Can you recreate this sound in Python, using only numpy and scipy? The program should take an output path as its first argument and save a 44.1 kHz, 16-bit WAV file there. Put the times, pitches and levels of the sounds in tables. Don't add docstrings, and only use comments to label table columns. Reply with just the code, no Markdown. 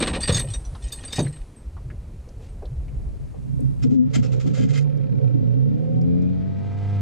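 import sys
import numpy as np
from scipy import signal
from scipy.fft import rfft, irfft, next_fast_len
from scipy.io import wavfile
from scipy.ndimage import uniform_filter1d, map_coordinates

SR = 44100
rng = np.random.default_rng(int(sys.argv[2]) if len(sys.argv) > 2 else 0)


def generate_wav(signal):
    frames = np.transpose(np.atleast_2d(signal))
    scaled = np.clip(frames, -1, 1) * 32767
    pcm = np.round(scaled).astype(np.int16)
    wavfile.write(sys.argv[1], SR, pcm)


N = 309141
TIME = np.arange(N) / SR

# (time [s], clink [dB], clatter [dB], long ring [dB])
LINK_FALLS = [(0.002, -39, -19, -25.5), (0.023, -47, -12, -27), (0.07, -48.5, -15.5, -26.5),
              (0.095, -50.5, -26, -53), (0.133, -57.5, -19, -39), (0.156, -52.5, -22.5, -32),
              (0.207, -38.5, -28, -27), (0.231, -39.5, -25.5, -25), (0.275, -38, -19, -22.5),
              (0.29, -31.5, -17, -42), (0.324, -34, -25.5, -23), (0.345, -27.5, -24.5, -30),
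              (0.368, -29.5, -20.5, -25), (0.395, -33, -25, -25.5), (0.483, -62, -55, -51),
              (0.502, -50, -49, -37.5), (0.537, -43, -34, -31), (0.65, -56.5, -60, -60),
              (0.825, -52, -52, -46.5), (0.884, -50, -61, -67), (0.923, -40, -35.5, -31),
              (0.96, -56.5, -52, -36), (1.036, -48.5, -35.5, -52), (1.05, -54.5, -42, -29),
              (1.08, -56, -39, -55), (1.105, -52.5, -37.5, -61), (1.127, -34.5, -29, -34),
              (1.158, -34.5, -32, -38), (1.191, -33, -26, -42), (1.226, -55, -55, -32),
              (1.243, -55, -36.5, -61), (1.36, -70, -42.5, -47.5), (1.563, -80, -75, -50),
              (2.493, -90, -73, -59)]
# (pitch [Hz], level [dB], t60 [s])
STEEL_MODES = [(1857, -15.5, 0.13), (2494, -13, 0.044), (2912, -23.5, 0.071), (3626, 4.5, 0.066),
               (4210, -4.5, 0.093), (4410, 4.5, 0.043), (4730, -3, 0.049), (5320, -5, 0.053),
               (5920, -1, 0.081), (6030, -13.5, 0.11), (6580, -0.5, 0.056), (7870, -5, 0.092),
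               (8950, -13, 0.19), (9360, -24, 0.086), (10460, -28, 0.57), (12400, -29, .3),
               (13000, -36, 0.27), (13580, -28.5, 0.31), (14840, -26.5, 0.13)]
LONG_RING_MODES = [(8315, -1, 0.19), (8225, -13.5, 0.28), (8020, -15.5, 0.1), (8500, -13, .07),
                   (8980, -9.5, 0.17), (9140, -16, 0.068), (9510, -20.5, 0.071)]
# (start [s], end [s], level [dB])
JINGLES = [(0.248, 0.508, -58.5), (0.818, 1.297, -62)]
DRAGS = [(-0.05, 0.21, -32), (0.285, 0.44, -41)]
CHATTERS = [(0.0, 0.18, -41.5), (0.197, 0.427, -39.5), (0.427, 0.57, -56.5), (0.822, 1.097, -56),
            (1.125, 1.212, -40), (1.22, 1.423, -61)]
# (frequency [Hz], density [dB])
CLATTER_SPECTRUM = [(88, -36), (150, -6.5), (260, 0), (336, -9), (532, -4), (675, -14), (3640, -15),
                    (7050, -33), (8630, -32), (10400, -50), (12000, -70), (15600, -95.5), (22000, -120)]
DRAG_SPECTRUM = [(80, -26), (160, 8), (280, -0.5), (420, -4), (600, -9.5), (1000, -9.5), (2500, -63.5)]
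SCRAPE_SPECTRUM = [(700, 8.5), (2000, -4.5), (4200, -5.5), (7000, -8.5), (9500, 0.5), (12000, -26),
                   (15000, -34.5)]
# (pitch [Hz], width [Hz], level [dB])
GUNWALE_MODES = [(1145, 47, 2), (1684, 64, 3), (2344, 99, 0.5), (2874, 42, -3), (3780, 130, 1.5),
                 (4040, 71, 2.5)]
# (time [s], level [dB])
BREEZE_LEVEL = [(0, -30.5), (0.5, -30.5), (1.05, -36), (1.55, -41.5), (1.9, -32), (2.35, -36.5),
                (2.85, -28.5), (3.4, -35), (3.75, -37), (3.95, -46.5), (5.8, -63), (6.8, -41)]
# (time [s], peak [dB], pitch [Hz])
LOW_THUDS = [(0.12, -26.5, 70), (0.318, -17.5, 85), (0.36, -18, 107), (0.511, -23, 106), (0.577, -22.5, 50),
             (0.685, -24, 48.5), (0.856, -20, 55), (0.978, -34, 52), (1.42, -24, 36), (1.677, -24, 55.4),
             (1.756, -28.5, 79), (1.866, -30, 127), (1.995, -26, 58), (2.195, -29.5, 66),
             (2.545, -30, 70.5), (2.68, -28, 58), (2.73, -28, 134), (2.79, -24, 64.5), (2.86, -31.5, 139),
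             (2.94, -27.5, 127), (2.979, -22.5, 42.4), (3.077, -25.5, 59.4)]
# (frequency [Hz], density [dB])
WIND_SPECTRUM = [(12, -34.5), (20, 0), (53, 1.5), (129, -6.5), (174, -17.5), (313, -28.5), (434, -30),
                 (520, -33), (675, -36), (1000, -53), (1300, -77.5), (2200, -120)]
WASH_SPECTRUM = [(530, -22.5), (900, -2.5), (1150, -10.5), (1260, -4), (1380, -8), (2030, -7.5),
                 (2740, -11), (4100, -15), (9690, -30.5), (12300, -58), (14000, -74.5)]
HISS_SPECTRUM = [(590, -38), (1000, -2), (2010, -7.5), (2380, -6.5), (3480, -13), (4080, -9.5),
                 (5010, -11.5), (9510, -10.5), (13200, -22.5), (15400, -32)]
LAP_SPECTRUM = [(100, -0.5), (300, -4), (600, -13), (1100, -24.5), (2500, -55.5)]
# (time [s], level [dB], pitch [Hz])
KNOCKS_AND_TICKS = [(0.006, -22, 288), (0.028, -27, 1130), (0.034, -25.5, 3500), (0.075, -34, 1130),
                    (0.075, -21.5, 3750), (0.11, -28, 190), (0.146, -27.5, 2330), (0.162, -30, 527),
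                    (0.296, -27.5, 1090), (0.748, -39.5, 1040), (0.750, -41, 3600), (1.184, -25, 680),
                    (1.19, -22.5, 292), (1.265, -38, 1850), (1.766, -42.5, 1020), (1.901, -41, 1710),
                    (2.274, -47.5, 530), (2.288, -48, 5540), (2.243, -62, 694), (2.403, -43.5, 476),
                    (2.62, -41, 660), (2.626, -35, 457), (2.654, -47.5, 3700), (2.88, -50, 2260),
                    (3.34, -50.5, 860), (3.604, -46.5, 8400), (4.875, -60, 1920), (4.94, -56, 1810),
                    (4.971, -54.5, 5380), (4.997, -54, 1840), (5.027, -54.5, 2170), (5.933, -64, 8240),
                    (6.013, -49.5, 5010), (6.219, -53.5, 5560)]
# (time [s], relative level [dB], pitch [Hz])
HULL_JOLTS = [(3.185, -25.5, 131.6), (3.34, -37, 470), (3.585, -36, 480), (3.592, -24, 267),
              (3.835, -21, 286), (3.838, -25.5, 458), (3.90, -18.5, 227), (3.91, -28.5, 400),
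              (4.14, -30.5, 647), (5.12, -36.5, 436), (5.56, -26, 258), (4.16, -16.5, 238),
              (4.445, -24, 285), (4.57, -26.5, 520), (4.85, -42, 845), (4.97, -41, 494),
              (5.173, -37.5, 510), (5.235, -32, 514), (5.29, -26, 271), (5.335, -21.5, 279),
              (5.408, -23, 235), (5.975, -50, 800)]
# (time [s], pitch [Hz], level [dB])
PINGS = [(0.232, 4740, -19.5), (0.226, 4470, -26.5), (0.279, 4450, -26), (0.318, 3570, -29),
         (0.326, 6600, -28), (0.346, 3623, -18.5), (0.346, 6580, -17), (0.372, 4740, -29.5),
         (0.383, 1900, -30), (0.396, 3680, -30), (0.385, 10200, -35), (0.396, 12480, -48),
         (0.396, 13100, -50), (0.504, 5850, -43), (0.537, 3730, -34), (0.539, 5880, -31.5),
         (0.538, 6660, -44), (0.65, 5895, -40.5), (0.923, 3650, -33.5), (0.921, 4748, -33),
         (0.922, 6800, -39), (0.923, 9600, -44), (0.923, 12400, -41), (0.923, 14930, -46),
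         (1.079, 4670, -36), (1.128, 3690, -25), (1.128, 5160, -32), (1.128, 12930, -46),
         (1.161, 5250, -33), (1.16, 7880, -34), (1.192, 6100, -34), (1.192, 6440, -39), (1.105, 3630, -39),
         (1.192, 3695, -29), (1.27, 4150, -45), (1.33, 4150, -54)]
# (time [s], relative level [dB])
THUMPS = [(0.293, -11), (0.345, -25), (0.439, -24), (1.183, -10.5), (1.226, -46)]
# (frequency [Hz], density [dB])
THUD_SPECTRUM = [(40, -18), (90, -8.5), (140, 10.5), (220, -12.5), (330, -16), (550, -5.5), (850, -17),
                 (1400, -40.5), (4000, -43), (9000, -65)]
# (frequency [Hz], t60 [s])
THUD_DECAY = [(100, 0.35), (250, 0.34), (600, 0.14), (1200, 0.012), (5000, 0.0696)]
# (frequency [Hz], density [dB])
CLOTH_SPECTRUM = [(800, -26), (2000, 1), (5000, -7), (8000, -9), (12000, -26.5)]
# (time [s], cycle rate [Hz])
MOTOR_SPEED = [(3.3, 31), (3.65, 34), (4.3, 32.5), (4.85, 36.2), (5.1, 35), (5.3, 31), (5.42, 29.8),
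               (5.55, 32), (5.714, 35.9), (5.892, 40.3), (6.09, 43.6), (6.356, 47), (6.74, 49.5),
               (6.9, 50.2), (7, 49.8)]
# (time [s], relative level [dB])
BOOM_LEVEL = [(3.3, -38.5), (3.5, -24.5), (3.66, -16), (3.77, -31), (3.89, -17), (4.0, -30), (4.14, -20),
              (4.4, -18), (4.83, -16.5), (5.0, -20.5), (5.3, -17.5), (5.45, -17.5), (5.65, -16.5),
              (5.86, -24), (6.05, -21)]
# (time [s], change in the boom [dB])
STUMBLES = [(3.6, -8), (4.07, 4), (4.28, -5), (4.422, -10), (4.561, -9), (4.68, -0.5), (4.921, -3),
            (5.09, -3.5), (5.19, -2)]
# (pitch [Hz], width [Hz], left [dB], right [dB])
BOOM_MODES = [(65, 55, -21, -20), (130.8, 35.6, -7, 1.5), (202.4, 31.6, -9, -12), (253, 63.5, -11.5, -18)]
GROWL_MODES = [(380, 203, -5.5, -12.5), (458, 63, 1, 6.5), (514.6, 67, -16, 3.5), (635, 120, -15, -11.5),
               (724, 84, -6.5, -8.5)]
# (multiple [of the cycle rate], level [dB])
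LOW_ORDERS = [(1, 2), (2, 5.5), (3, -18), (4, 2), (5, -7.5), (6, -2), (7, -15), (8, -16)]
HIGH_ORDERS = [(8, 4), (9, -11.5), (10, -1.5), (11, -4.5), (12, -3.5), (13, 2), (14, 0), (15, -2.5),
               (16, -4.5), (17, -15), (18, 0.5), (20, -2.5)]
EXHAUST_ORDERS = [(2, 2.5), (3, -21), (4, -13), (6, -23), (8, -28.5)]
GEAR_ORDERS = [(9, -2.5), (10, 0.5), (11, -7.5), (12, -14), (14, 3.5), (16, -6.5), (18, -6.5), (20, -11.5),
               (24, -16), (26, -9), (32, -12), (40, -11), (42, -14)]
# (start [s], end [s], level [dB])
RUMBLES = [(3.56, 3.847, -26.5), (4.126, 4.495, -25.5), (6.062, 6.385, -34)]
# (frequency [Hz], density [dB])
RUMBLE_SPECTRUM = [(15, -3.5), (40, 4.5), (65, 21.5), (95, -13.5), (200, -57)]
CORD_SPECTRUM = [(530, -44), (900, -23), (1020, -11.5), (1340, 5.5), (1660, -9), (2080, -0.5), (3170, -2.5),
                 (4160, -3.5), (7500, -6.5), (8200, -16), (13200, -32.5), (14200, -60)]
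# (time [s], length [s], level [dB], spool ring relative to that level [dB])
STROKES = [(3.826, 0.011, -40.5, -7.5), (3.9, 0.088, -57.5, -9), (4.137, 0.037, -35, -1),
           (4.228, 0.04, -46, -7), (4.323, 0.016, -45.5, -7.5), (4.403, 0.02, -43.5, -3.5),
           (4.465, 0.019, -47.5, -3.5), (4.539, 0.046, -44.5, -5.5), (4.576, 0.11, -48, -0.5),
           (4.692, 0.028, -46.5, -1.5), (4.736, 0.02, -42.5, -6.5), (4.76, 0.042, -42, 3.5)]
# (time [s], length [s], first pitch [Hz], last pitch [Hz], level [dB])
SQUEAKS = [(3.831, 0.013, 5450, 5230, -43), (4.143, 0.021, 6350, 6550, -37), (4.15, 0.02, 7000, 7450, -38),
           (4.232, 0.036, 5400, 5280, -50), (4.242, 0.054, 2780, 2500, -56),
           (4.592, 0.051, 2480, 2550, -60)]
# (pitch [Hz], width [Hz], level [dB])
SPOOL_MODES = [(1630, 37, 3), (2074, 45, 11), (2520, 33, 3.5), (3140, 92, 6.5), (4840, 90, -3.5),
               (5270, 90, -5), (6500, 85, -5.5), (7070, 62, -3), (7140, 70, 2.5), (8700, 160, -13)]
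COWLING_MODES = [(1330, 52, 8), (1670, 100, 2.5), (2100, 100, -1), (2400, 120, 7), (3190, 130, 0),
                 (3900, 750, -6)]
# (time [s], pitch [Hz], relative level [dB])
GROAN = [(3.83, 272.6, -25), (3.854, 243.4, -28.5), (3.88, 251.3, -39), (3.916, 252.6, -27.5),
         (3.946, 278, -32), (3.998, 250.3, -24.5), (4.1, 262, -38.5)]
# (multiple [of the cycle rate], pitch [Hz], width [Hz], left [dB], right [dB])
SURGES = [(1, 45.7, 2.9, -29, -28.5), (2, 100, 12, -29, -27.5), (3, 124, 4.8, -33.5, -18.5),
          (3, 160, 4.4, -31, -21), (4, 147.4, 7.6, -26.5, -20), (4, 176.1, 20, -18, -29),
          (6, 219, 18, -21.5, -27.5), (6, 265.5, 22, -25.5, -39.5), (8, 260, 8.3, -24, -38),
          (8, 293, 19.5, -27.5, -40.5), (8, 350, 26, -34.5, -44), (10, 440, 23, -44.5, -33.5),
          (13, 526, 31, -47, -31), (13, 450, 24, -49.5, -41), (14, 670, 22, -46.5, -60.5),
          (18, 700, 62, -57.5, -47.5)]

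CROSSOVER_S, CROSSOVER_LENGTH_S = 6.124, 0.75
TOP_HZ = 15350


def amp(db):
    return 10 ** (np.asarray(db) / 20)


def unit(x):
    return x / np.sqrt(np.mean(x ** 2) + 1e-20)


def even(x):
    power = uniform_filter1d(np.mean(x ** 2, 0), size=2600)
    return x / np.sqrt(np.abs(power) + 1e-12)


def along(points, hz):
    f, v = np.transpose(points)
    return np.interp(np.log(hz + 1), np.log(f + 1), v)


def curves(rows):
    s, *columns = np.transpose(rows)
    return [np.interp(TIME, s, column) for column in columns]


def during(start, end, fade):
    return np.clip(np.minimum(TIME - start, end - TIME) / fade + .5, 0, 1)


def spans(rows, fade):
    return sum(amp(db) * during(start, end, fade) for start, end, db in rows)


def ramp(start, length):
    return np.clip((TIME - start) / length, 0, 1)


def wobble(rate):
    grid = np.arange(0, N * rate / SR + 1, 1 / 8)
    knots = rng.standard_normal(int(grid[-1]) + 4)
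    return np.interp(TIME * rate, grid, map_coordinates(knots, [grid]))


def filtered(x, response):
    n = x.shape[-1]
    m = next_fast_len(n + 8192)
    return irfft(rfft(x, m) * response(np.fft.rfftfreq(m, 1 / SR)), m)[..., :n]


def resonance(f, hz, width):
    return 1j * f * width / (hz * hz - f * f + 1j * f * width)


def shell(f, modes):
    return sum((-1) ** k * amp(db) * resonance(f, hz, width) for k, (hz, width, db) in enumerate(modes))


def noise(spectrum, size=N):
    return unit(filtered(rng.standard_normal(size), lambda f: amp(along(spectrum, f))))


def spread(spectrum, side_db):
    mid, side = noise(spectrum), amp(side_db) * noise(spectrum)
    return np.array([mid + side, mid - side])


def opposed(left_db, right_db):
    return np.array([[amp(left_db)], [-amp(right_db)]])


def contacts(per_second, spread_db, size=N):
    hits = rng.random(size) < per_second / SR
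    strength = amp(spread_db * np.clip(rng.standard_normal(size), -2, 2))
    return hits * strength * rng.choice([-1, 1], size)


def add(track, s, sound):
    part = track[max(0, round(s * SR)):][:len(sound)]
    part += sound[:len(part)]


def link_ring(modes, t, scatter_db):
    hz, db, t60 = np.transpose(modes)[:, :, None]
    detune, offset, strength = rng.standard_normal((3, len(modes), 1))
    phase = 2 * np.pi * (hz * (1 + 0.0017 * detune) * t + offset)
    return np.sum(amp(db + scatter_db * strength - 60 * t / t60) * np.sin(phase), 0)


def clatter(t, t60=0.078):
    def gunwale(f):
        modes = sum(amp(db) * resonance(f, hz, width) for hz, width, db in GUNWALE_MODES)
        return amp(along(CLATTER_SPECTRUM, f)) * (1 + modes)

    run = unit(filtered(contacts(per_second=1700, spread_db=3, size=len(t)), gunwale))
    return amp(-60 * t / t60) * (1 - np.exp(-t / 0.0057)) * run


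def chain(crack_t60=0.0089, jingle_gap_s=0.034):
    out, t = np.zeros(N), np.arange(SR // 5) / SR
    rise = 1 - np.exp(-t / 0.00048)
    for s, db, clatter_db, ring_db in LINK_FALLS:
        pitch = rng.normal(1, 0.033)
        graze, contact, rebound = (-0.0035, -8.5), (0, -3), (rng.uniform(0.0054, 0.013), -5)
        for late_s, softer_db in (graze, contact, rebound):
            crack = amp(-2 - 60 * t / crack_t60) * rng.standard_normal(len(t)) / 2
            clink = link_ring(STEEL_MODES, t * pitch, scatter_db=3)
            add(out, s + late_s, amp(db + softer_db) * rise * (clink + crack))
        add(out, s, amp(ring_db) * rise * link_ring(LONG_RING_MODES, t, scatter_db=-1.5))
        add(out, s, amp(clatter_db) * clatter(t))
    scrape = noise(SCRAPE_SPECTRUM) * amp(1.354 * wobble(55))
    for start, end, db in JINGLES:
        out += amp(db + 11) * during(start, end, fade=0.76) * scrape
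        for s in np.arange(start, end, jingle_gap_s):
            clink = link_ring(STEEL_MODES, t * rng.normal(1, 0.16), scatter_db=7)
            long_ring = amp(13) * link_ring(LONG_RING_MODES, t, scatter_db=2.5)
            onset = s + jingle_gap_s * rng.uniform(-0.59, 1.0)
            add(out, onset, amp(db + rng.normal(0, 2.5)) * rise * (clink + long_ring))
    return out + spans(DRAGS, fade=0.027) * noise(DRAG_SPECTRUM)


def chatter(width_share=0.025, dull_above_hz=3840):
    def damped_steel(f):
        modes = sum((-1) ** k * resonance(f, hz, width_share * hz) / (1 + (hz / dull_above_hz) ** 3)
                    for k, (hz, _, _) in enumerate(STEEL_MODES))
        return modes / (1 + 1j * f / 5500) ** 4

    ticks = contacts(per_second=300, spread_db=8.5)
    return spans(CHATTERS, fade=0.016) * unit(filtered(ticks, damped_steel))


def wind_and_thuds(thud_half_width_s=0.019):
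    breeze = amp(curves(BREEZE_LEVEL)[0] + 1.7 * wobble(15))
    thuds = np.zeros(N)
    for s, db, hz in LOW_THUDS:
        swell = np.exp(-((TIME - s) / thud_half_width_s) ** 2)
        thuds += amp(db) * swell * np.sin(2 * np.pi * (hz * (TIME - s) + rng.random()))
    return breeze * even(spread(WIND_SPECTRUM, side_db=0)) + thuds


def water(crossover):
    stirred = during(4.04, 8, fade=0.096)
    wash_db = -68.5 + 5.5 * stirred + 9.5 * crossover ** 2
    wash = amp(wash_db + 1.1 * wobble(60)) * spread(WASH_SPECTRUM, side_db=-28)
    hiss_db = -66 - 28 * during(3.9, 8, fade=0.16) + 2.5 * crossover
    hiss = amp(hiss_db) * spread(HISS_SPECTRUM, side_db=-9.5)
    lapping = amp(-50.5 + 0.51 * wobble(9.8)) * spread(LAP_SPECTRUM, side_db=2.5)
    return wash + hiss + lapping


def knocks(rows, width_share, t60_at_1khz=0.099):
    out, t = np.zeros(N), np.arange(SR // 3) / SR
    for s, db, hz in rows:
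        t60 = t60_at_1khz * (hz / 1000) ** -0.67
        band = filtered(rng.standard_normal(len(t)), lambda f: resonance(f, hz, width_share * hz) ** 2)
        add(out, s, amp(db - 60 * t / t60) * (1 - np.exp(-t / 0.002)) * unit(band))
    return out


def pings(t60=0.086):
    out, t = np.zeros(N), np.arange(SR // 4) / SR
    rise = 1 - np.exp(-t / 0.00075)
    for s, hz, db in PINGS:
        add(out, s, amp(db - 60 * t / t60) * rise * np.sin(2 * np.pi * hz * t))
    return out


def thumps():
    out = np.zeros(N)
    for s, db in THUMPS:
        hz, t, bands = signal.stft(noise(THUD_SPECTRUM, size=SR // 2), SR, nperseg=256)
        decay = amp(-60 * t / along(THUD_DECAY, hz)[:, None])
        _, thud = signal.istft(bands * decay, SR, nperseg=256)
        rise = 1 - np.exp(-TIME[:len(thud)] / 0.00059)
        add(out, s, amp(db - 18.5) * unit(thud * rise))
    return out


def sleeve():
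    cloth = noise(CLOTH_SPECTRUM)
    return amp(-60.5 + 2.7 * wobble(120)) * during(2.41, 2.49, fade=0.047) * cloth


def orders(table, shaft, flutter_db):
    return unit(sum(amp(db + flutter_db * wobble(11)) * np.sin(k * shaft + rng.uniform(0, 2 * np.pi))
                    for k, db in table))


def hull(shaft, table, modes, churn_share):
    share = np.clip(churn_share, 0, 1)
    pushes = 1 + 0.69 * np.cos(2 * shaft)
    churn = 12.5 * pushes * rng.standard_normal(N)
    drive = np.sqrt(1 - share) * orders(table, shaft, flutter_db=4) + np.sqrt(share) * churn
    return even(filtered(drive, lambda f: sum(resonance(f, hz, width) ** 2 * opposed(left, right)
                                              for hz, width, left, right in modes)))


def boom_and_growl(shaft, rough, crossover, stumble_half_width_s=0.024):
    stumble_db = sum(db * np.exp(-((TIME - s) / stumble_half_width_s) ** 2) for s, db in STUMBLES)
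    boom_db = curves(BOOM_LEVEL)[0] - 12.5 * crossover + stumble_db + 10 * rough * wobble(49)
    boom = amp(boom_db) * hull(shaft, LOW_ORDERS, BOOM_MODES, churn_share=1.15 * rough + 0.45 * crossover)
    growl_db = -36 - 15 * crossover + stumble_db / 2 + 15 * rough * wobble(22)
    growl = amp(growl_db) * hull(shaft, HIGH_ORDERS, GROWL_MODES, churn_share=2.3 * rough)
    return boom * during(3.36, 8, fade=0.22) + growl * during(4.1, 8, fade=0.033)


def motor(crossover, smooth_idle_hz=35.7):
    cycle_hz, = curves(MOTOR_SPEED)
    load = during(5.36, 8, fade=0.13)
    sag_hz = np.maximum(smooth_idle_hz - cycle_hz, 0)
    rough = 0.04 + (0.04 + 0.056 * sag_hz) * (1 - load)
    shaft = 2 * np.pi * (np.cumsum(cycle_hz) / SR + 0.14 * rough * wobble(20))
    return (boom_and_growl(shaft, rough, crossover) + valves(shaft, load, crossover)
            + buzz(shaft, crossover) + exhaust_and_gears(shaft, crossover)
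            + putter(shaft) + load * surges(cycle_hz, shaft))


def rumble():
    return spans(RUMBLES, fade=0.05) * noise(RUMBLE_SPECTRUM) * opposed(0, 0)


def stroke(start, length, rise_s=0.016, tail_db_per_s=526):
    tail_s = np.maximum(TIME - start - 0.6 * length, 0)
    return ramp(start - rise_s / 2, rise_s) * amp(-tail_db_per_s * tail_s)


def cord():
    slide = amp(-60.5) * during(4.1, 4.835, fade=0.015)
    pull = slide + sum(amp(db) * stroke(s, length) for s, length, db, _ in STROKES)
    spin = sum(amp(db + ring_db) * stroke(s, length) for s, length, db, ring_db in STROKES)
    slips = contacts(per_second=480, spread_db=3)
    rasp = unit(filtered(slips, lambda f: shell(f, SPOOL_MODES)))
    grit = amp(-7) * unit(filtered(slips, lambda f: amp(along(CORD_SPECTRUM, f))))
    hiss = amp(-5.5 + 0.93 * wobble(400)) * spread(CORD_SPECTRUM, side_db=-1)
    out = pull * (hiss + grit) + spin * rasp
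    for s, length, from_hz, to_hz, db in SQUEAKS:
        hz = (from_hz + (to_hz - from_hz) * ramp(s, length)) * (1 + 0.022 * wobble(900))
        out += amp(db) * during(s, s + length, fade=0.0057) * np.sin(2 * np.pi * np.cumsum(hz) / SR)
    return out


def bracket():
    hz, db = curves(GROAN)
    phase = 2 * np.pi * np.cumsum(hz * (1 + 0.016 * wobble(70.5))) / SR
    tone = np.sin(phase) + amp(-26) * np.sin(2 * phase) + amp(-53.5) * np.sin(3 * phase)
    return amp(db + 1.5) * during(3.84, 4.08, fade=0.0076) * tone


def cowling(drive):
    return unit(filtered(drive, lambda f: shell(f, COWLING_MODES) / (1 + 1j * f / 5000)))


def valves(shaft, load, crossover):
    rattle = rng.standard_normal(N)
    swing_db = 5.5 * (2 - 0.7 * load) * np.cos(shaft) + 2.6 * wobble(200) + 4 * (1 - load) * wobble(30)
    level = amp(-67.5 + 0.5 * load + 6 * crossover) * during(4.2, 8, fade=0.243)
    return level * cowling(rattle * amp(swing_db))


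def putter(shaft):
    firings = np.exp(12 * (np.cos(shaft) - 1)) * amp(1.5 * wobble(30)) * rng.standard_normal(N)
    return amp(-66) * during(4.84, 5.35, fade=0.15) * cowling(firings)


def surges(cycle_hz, shaft):
    out = np.zeros((2, N))
    for k, hz, width, left, right in SURGES:
        swell = np.exp(-(1.19 * (k * cycle_hz - hz) / width) ** 2) * amp(1.2 * wobble(25))
        out += opposed(left, right) * swell * np.sin(round(k) * shaft)
    return out


def buzz(shaft, crossover):
    angles = rng.uniform(0, 2 * np.pi, size=9)
    strikes = sum(np.exp(8000 * (np.cos(shaft - angle) - 1)) for angle in angles)
    level = amp(-65.5 - crossover + 1.5 * wobble(60)) * during(5.97, 8, fade=0.37)
    return level * cowling(np.gradient(strikes))


def exhaust_and_gears(shaft, crossover):
    drone = unit(sum(amp(db + 0.87 * wobble(14)) * np.cos(round(k) * shaft) for k, db in EXHAUST_ORDERS))
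    whine = unit(orders(GEAR_ORDERS, shaft, flutter_db=0.5) * (1 + 0.27 * wobble(180)))
    both = amp(-39 + 16.5 * crossover ** 2) * drone + amp(-62 + 18 * crossover) * whine
    return both * during(CROSSOVER_S, 8, fade=0.31)


def scene():
    crossover = ramp(CROSSOVER_S, CROSSOVER_LENGTH_S)
    centred = chain() + pings() + chatter() + thumps() + knocks(KNOCKS_AND_TICKS, width_share=0.44)
    jolts = knocks(HULL_JOLTS, width_share=0.2) * opposed(5, -2)
    groan = bracket() * opposed(16, 10)
    boat = centred + jolts + groan + cord() + sleeve() + motor(crossover) + rumble()
    return boat + wind_and_thuds() + water(crossover)


def record(dry):
    mid = (dry[0] + dry[1]) / 2
    side = (dry[0] - dry[1]) / 2 * ramp(2.747, 0.24)
    return filtered(np.array([mid + side, mid - side]), lambda f: f < TOP_HZ)


dry = scene()
out = record(dry)
generate_wav(out)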